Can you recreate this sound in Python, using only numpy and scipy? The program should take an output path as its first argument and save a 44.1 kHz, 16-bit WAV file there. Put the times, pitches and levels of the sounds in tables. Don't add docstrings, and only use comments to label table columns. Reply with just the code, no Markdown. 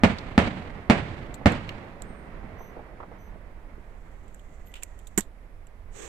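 import sys
import numpy as np
from scipy import signal
from scipy.fft import rfft, irfft, next_fast_len
from scipy.io import wavfile
from scipy.ndimage import map_coordinates

SR = 44100
rng = np.random.default_rng(int(sys.argv[2]) if len(sys.argv) > 2 else 0)


def transcribe(signal):
    frames = np.atleast_2d(signal).T
    limited = np.clip(frames, -1, 1)
    pcm = np.round(limited * 32767).astype(np.int16)
    wavfile.write(sys.argv[1], SR, pcm)


N = 268110

# start_s, shock_db, echo_db, push_s
BURSTS = [(.0355, 4, -.5, .0017), (.3788, 4.5, .8, .0012), (.8990, 5, 1.2, .0016), (1.4586, 3, -.2, .0021)]
# delay_s, level_db, left_lag_s, lean_db
REFLECTIONS = [(.0012, -15, -.0001, 2), (.0017, -6, -.0002, -6), (.0050, -13, 0, -1),
               (.0084, -15, -.0002, -4), (.0118, -11, .0004, -4), (.0165, -20, -.0003, -3),
               (.0228, -15, .0003, -6)]
# start_s, level_db, centre_hz
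FAR_THUDS = [(1.296, -36, 250), (1.411, -36, 600), (2.102, -35, 200), (2.443, -34, 200), (2.606, -37, 700),
             (2.765, -33, 550), (2.790, -35, 600), (3.002, -33, 900), (3.029, -35, 900), (3.114, -41, 800)]
# multiple_of_centre, level_db
THUD_SPECTRUM = [(.1, -14), (.5, -4), (1, 0), (1.4, -4), (2.2, -20), (5, -42), (20, -70)]
# start_s, tick_db, clack_db, clack_hz, lean_db, t60_s
FINGER_TAPS = [(.1846, -54, -33, 4300, -3, .03), (1.341, -40, -47, 4200, 18, .04),
               (1.5201, -39, -46, 3000, -8, .02), (1.6912, -47, -25, 2900, -8, .022),
               (2.0205, -28, -42, 4000, -22, .01), (4.3452, -43, -45, 2000, -10, .014),
               (4.7398, -42, -35, 2900, -8, .022), (4.754, -54, -44, 2900, -7, .15),
               (4.825, -46, -40, 2700, -8, .035), (4.8331, -24, -36, 2400, -12, .017),
               (4.9902, -45, -56, 3000, -8, .012), (5.0705, -40, -51, 3800, -10, .035),
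               (5.6692, -50, -60, 3000, -10, .02)]
# start_s, swell_s, release_at_s, level_db
HAND_STROKES = [(3.3, 1.25, 5.1, -67.5), (5.905, .07, 6.1, -43.3)]
# start_s, length_s, pitch_hz, level_db
MOTOR_RUNS = [(2.04, .32, 8600, -68), (2.58, .18, 6080, -61.5), (3.18, .15, 6080, -68),
              (4.655, .07, 11800, -58)]

# frequency_hz, level_db
RUMBLE_SPECTRUM = [(15, -2), (30, 1), (42, -2), (55, -6), (70, -12), (92, -14), (115, -24), (180, -40),
                   (310, -70)]
HISS_SPECTRUM = [(100, 9), (2500, 9), (4000, 3), (6000, 0), (11000, 0), (15000, -5), (16000, -14)]
LOW_ROLL_SPECTRUM = [(40, -8), (85, 4), (125, -1), (190, 1.5), (400, -7), (800, -25), (2000, -60)]
MID_ROLL_SPECTRUM = [(150, -25), (400, -2), (600, -.5), (800, -4), (1100, -6), (1500, -9), (2050, -8.5),
                     (2900, -22), (5000, -35), (9000, -46), (16000, -55)]
FRICTION_SPECTRUM = [(60, 8), (150, 0), (300, 4), (430, 11), (700, -1), (2000, -2), (3500, -7), (5000, -16),
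                     (6500, -1), (8000, 0), (9500, -30), (12000, -21), (15000, -36)]
TICK_SPECTRUM = [(200, -30), (3000, -22), (5000, -25), (6300, -13), (7400, 0), (8300, -6), (9700, -25),
                 (11500, -13), (14000, -21), (15000, -28), (16000, -42)]
CAVITY_SPECTRUM = [(100, -10), (280, 0), (370, 11), (500, -3), (750, -1), (1200, -3), (1900, -8),
                   (3100, -15), (5000, -26), (9000, -40)]
AIR_PATH_SPECTRUM = [(30, -10), (90, 3), (135, -4), (350, -5), (650, 2), (1000, -1), (2200, 3), (4000, -6),
                     (5500, -15), (8000, -16), (11000, -17), (16000, -33)]
CAR_ECHO_SPECTRUM = [(30, -18), (90, 0), (120, -4), (165, 3), (230, 1), (350, -7), (650, -4), (950, -12),
                     (2200, -11), (3000, -17), (4500, -27), (5500, -33), (8500, -36), (10000, -52),
                     (12000, -66), (16000, -78)]
TREE_ECHO_SPECTRUM = [(30, -8), (85, 6), (140, 3), (200, 2.5), (400, -7), (700, -8.5), (1200, -12),
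                      (2200, -11), (4400, -25), (5500, -35), (8500, -39), (10000, -56), (16000, -78)]

# frequency_hz, correlation
DIFFUSE_COHERENCE = [(60, .93), (250, .9), (640, .55), (1400, 0), (15000, 0)]
# frequency_hz, lean_db
DIFFUSE_LEAN = [(50, -8), (130, -5.5), (300, -4), (700, -3.5), (1400, -7), (2200, -9), (4000, -5),
                (7500, -7), (10000, 0), (15000, 2)]
# frequency_hz, lean_db
FRICTION_LEAN = [(400, -4), (1500, -10), (7500, -22), (12000, -14)]

# level_db, delay_s, rise_s, bass_t60_s, treble_t60_s
CARS, TREES, BUILDINGS = (-11.5, 0, .003, .21, .16), (-23, .045, .012, .43, .38), (-32.5, .12, .06, 1.2, 1)


def amp(db):
    return 10 ** (np.asarray(db) / 20)


def unit(x):
    return x / np.sqrt(np.mean(x ** 2) + 1e-20)


def along(points, hz):
    knots_hz, values = np.transpose(points)
    return np.interp(np.log(hz + 1), np.log(knots_hz + 1), values)


def wobble(rate, n=N):
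    return map_coordinates(rng.standard_normal(int(n * rate / SR) + 4), [np.arange(n) * rate / SR])


def strewn(count):
    return np.column_stack([(np.arange(count) + rng.random(count)) / count, rng.standard_normal((count, 2))])


def pan(lean_db):
    gains = amp(np.array([np.atleast_1d(lean_db), -np.atleast_1d(lean_db)]) / 2)
    return gains / np.sqrt(np.mean(gains ** 2, axis=0))


def fade(t, t60):
    return np.exp(-np.log(1000) * t / t60)


def add(out, start_s, x):
    i = max(round(start_s * SR), 0)
    out[:, i:i + x.shape[-1]] += x[..., :max(N - i, 0)]


def filtered(x, response):
    n = x.shape[-1]
    size = next_fast_len(n + 8192)
    return irfft(rfft(x, size) * response(np.fft.rfftfreq(size, 1 / SR)), size)[..., :n]


def minimum_phase(spectrum, size=4096):
    cepstrum = irfft(np.log(amp(along(spectrum, np.fft.rfftfreq(size, 1 / SR)))))
    return irfft(np.exp(rfft(np.r_[cepstrum[0], 2 * cepstrum[1:size // 2]], size)))


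def noise(spectrum, n):
    return unit(filtered(rng.standard_normal((2, n)), lambda hz: amp(along(spectrum, hz))))


def diffuse(spectrum, n):
    size = next_fast_len(n, True)
    hz = np.fft.rfftfreq(size, 1 / SR)
    angle = np.arccos(np.clip(along(DIFFUSE_COHERENCE, hz), -1, 1)) / 2
    coloured = rfft(rng.standard_normal((2, size))) * amp(along(spectrum, hz))
    mid, side = coloured * [np.cos(angle), np.sin(angle)]
    return unit(irfft([mid + side, mid - side] * pan(along(DIFFUSE_LEAN, hz)), size)[:, :n])


def night_air():
    rumble = amp(-44.3 + 1.5 * wobble(7)) * diffuse(RUMBLE_SPECTRUM, N)
    return rumble + amp(-71.5) * diffuse(HISS_SPECTRUM, N)


def roll_gain(held_db, hold_s, fall_db_per_s, town_db):
    falling_s = np.maximum(np.arange(N) / SR - BURSTS[-1][0] - hold_s, 0)
    return np.hypot(amp(held_db - fall_db_per_s * falling_s), amp(town_db))


def town_roll():
    swell = wobble(14)
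    low = roll_gain(held_db=-46.5, hold_s=.55, fall_db_per_s=5.4, town_db=-61.5)
    low = low * amp(1.2 * swell + 1.2 * wobble(22)) * diffuse(LOW_ROLL_SPECTRUM, N)
    mid = roll_gain(held_db=-48, hold_s=.9, fall_db_per_s=6, town_db=-60)
    mid = mid * amp(.7 * swell + .6 * wobble(40)) * diffuse(MID_ROLL_SPECTRUM, N)
    return low + mid


def far_whistle(start_s=4.4, length_s=.75, pitch_hz=2050, sag_hz_per_s=270):
    out, t = np.zeros((2, N)), np.arange(int(length_s * SR)) / SR
    hz = (pitch_hz - sag_hz_per_s * t) * (1 + .008 * wobble(150, len(t)))
    tone = np.sin(2 * np.pi * np.cumsum(hz) / SR)
    flutter = amp(-68 + 3 * wobble(30, len(t)))
    add(out, start_s, flutter * pan(-7) * tone * np.sin(np.pi * t / length_s))
    return out


def far_thuds(t60_s=.07, rise_s=.0007):
    out, t = np.zeros((2, N)), np.arange(SR // 4) / SR
    faint = [(2.8 + place, -44 + 2 * loud, 380 * 2 ** (.5 * high)) for place, loud, high in strewn(4)]
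    for start_s, level_db, centre_hz in list(FAR_THUDS) + faint:
        body = diffuse([(ratio * centre_hz, db) for ratio, db in THUD_SPECTRUM], len(t))
        add(out, start_s, amp(level_db) * body * fade(t, t60_s) * (1 - np.exp(-t / rise_s)))
    return out


def lens_motor(waver=.014, octave_db=-2):
    out = np.zeros((2, N))
    for start_s, length_s, pitch_hz, level_db in MOTOR_RUNS:
        n = int(length_s * SR)
        phase = 2 * np.pi * np.cumsum(pitch_hz * (1 + waver * wobble(500, n))) / SR
        tone = np.sin(phase) + amp(octave_db) * np.sin(2 * phase)
        swell = np.abs(np.sin(np.pi * np.sqrt(np.linspace(0, 1, n)))) ** 1.5
        add(out, start_s, amp(level_db + 2 * wobble(120, n)) * pan(-5) * tone * swell)
    return out


def rubbing(rough_db=1.5, release_s=.2):
    t, pressure = np.arange(N) / SR, np.zeros(N)
    for start_s, swell_s, release_at_s, level_db in HAND_STROKES:
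        swell = np.clip((t - start_s) / swell_s, 0, 1) ** 1.5
        pressure += amp(level_db) * swell * np.clip(1 - (t - release_at_s) / release_s, 0, 1)
    roughness = amp(rough_db * wobble(70))
    friction = filtered(noise(FRICTION_SPECTRUM, N), lambda hz: pan(along(FRICTION_LEAN, hz)))
    return pressure * roughness * friction


def contact(tick_db, clack_db, hz, lean_db, t60_s, rise_s=.0004):
    t = np.arange(SR // 6) / SR
    resonance = [(hz / 8, -18), (hz / 1.5, -11), (hz, 0), (hz * 1.4, -16), (hz * 3, -40)]
    clack = amp(clack_db) * pan(.6 * lean_db) * noise(resonance, len(t))
    tick = amp(tick_db) * pan(lean_db) * noise(TICK_SPECTRUM, len(t))
    after_ring = amp(-32) * fade(t, .13)
    return (tick + clack) * (fade(t, t60_s) + after_ring) * (1 - np.exp(-t / rise_s))


def fingers(shift_from_s=4.25, shift_to_s=5.1):
    out = np.zeros((2, N))
    for start_s, *touch in FINGER_TAPS:
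        add(out, start_s, contact(*touch))
    for place, tick, clack in strewn(6):
        touch = contact(-57 + 2.5 * tick, -57 + 2.5 * clack, hz=3000, lean_db=-9, t60_s=.025)
        add(out, shift_from_s + place * (shift_to_s - shift_from_s), touch)
    return out


def knock(start_s=5.1765, mode_hz=203, t60_s=.055, swing_loss_db=4, settle_s=.0303):
    out, t = np.zeros((2, N)), np.arange(SR // 6) / SR
    thump = amp(-9.5) * np.sin(2 * np.pi * mode_hz * t) + amp(-16) * diffuse(CAVITY_SPECTRUM, len(t))
    add(out, start_s, pan(-2) * thump * fade(t, t60_s) * (1 - np.exp(-t / .004)))
    for swing in range(5):
        loss_db = swing * swing_loss_db
        chatter = contact(-12.5 - loss_db, -20 - loss_db, hz=1900, lean_db=-17, t60_s=.022)
        add(out, start_s + swing / mode_hz, chatter)
    drop = contact(-21, -42, hz=1900, lean_db=-17, t60_s=.012)
    buzz = contact(-47, -48, hz=3800, lean_db=-17, t60_s=.1)
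    add(out, start_s + settle_s, drop + buzz)
    return out


def scatter(stage, spectrum, lumpy_db, crossover_hz=2200):
    level_db, delay_s, rise_s, bass_t60_s, treble_t60_s = stage
    t = np.maximum(np.arange(SR) / SR - delay_s, 0)
    crowd = diffuse(spectrum, len(t))
    bass = signal.sosfiltfilt(signal.butter(2, crossover_hz, fs=SR, output="sos"), crowd)
    tail = bass * fade(t, bass_t60_s) + (crowd - bass) * fade(t, treble_t60_s)
    return tail * amp(level_db + lumpy_db * wobble(90, len(t))) * (1 - np.exp(-t / rise_s))


def reflections(hz):
    response = 0
    for delay_s, level_db, left_lag_s, lean_db in REFLECTIONS:
        arrival_s = np.array([[delay_s + left_lag_s], [delay_s]])
        response += amp(level_db + rng.normal(0, 1.5)) * pan(lean_db) * np.exp(-2j * np.pi * hz * arrival_s)
    return response


def shock(push_s, ring_hz=213, ring_t60_s=.04, front_s=.00018):
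    t = np.arange(SR // 8) / SR
    blast = (1 - t / push_s) * np.exp(-t / push_s)
    wave = -signal.fftconvolve(blast, minimum_phase(AIR_PATH_SPECTRUM))[:len(t)]
    ring = -np.cos(2 * np.pi * ring_hz * t) * fade(t, ring_t60_s) * (1 - np.exp(-t / push_s))
    front = 1 - np.exp(-(t / front_s) ** 2)
    return pan(-3) * (wave * front + ring) + filtered(wave, reflections)


def shells():
    out = np.zeros((2, N))
    for start_s, shock_db, echo_db, push_s in BURSTS:
        add(out, start_s, amp(shock_db) * shock(push_s))
        echoes = scatter(CARS, CAR_ECHO_SPECTRUM, lumpy_db=1.2)
        echoes += scatter(TREES, TREE_ECHO_SPECTRUM, lumpy_db=1.6)
        echoes += scatter(BUILDINGS, TREE_ECHO_SPECTRUM, lumpy_db=1.8)
        add(out, start_s, amp(echo_db) * echoes)
    return out


def scene():
    outdoors = shells() + far_thuds() + town_roll() + night_air()
    return outdoors + fingers() + knock() + rubbing() + lens_motor() + far_whistle()


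def record(dry, ceiling=.52, lift=2.3, corner_hz=1200, hardness=30, cutoff_hz=15900):
    corner = 2 * np.pi * corner_hz
    b, a = signal.bilinear([lift, corner], [1, corner], SR)
    dull = signal.lfilter(a, b, dry)
    clipped = dull / (1 + np.abs(dull / ceiling) ** hardness) ** (1 / hardness)
    return filtered(signal.lfilter(b, a, clipped), lambda hz: hz < cutoff_hz)


dry = scene()
out = record(dry)
transcribe(out)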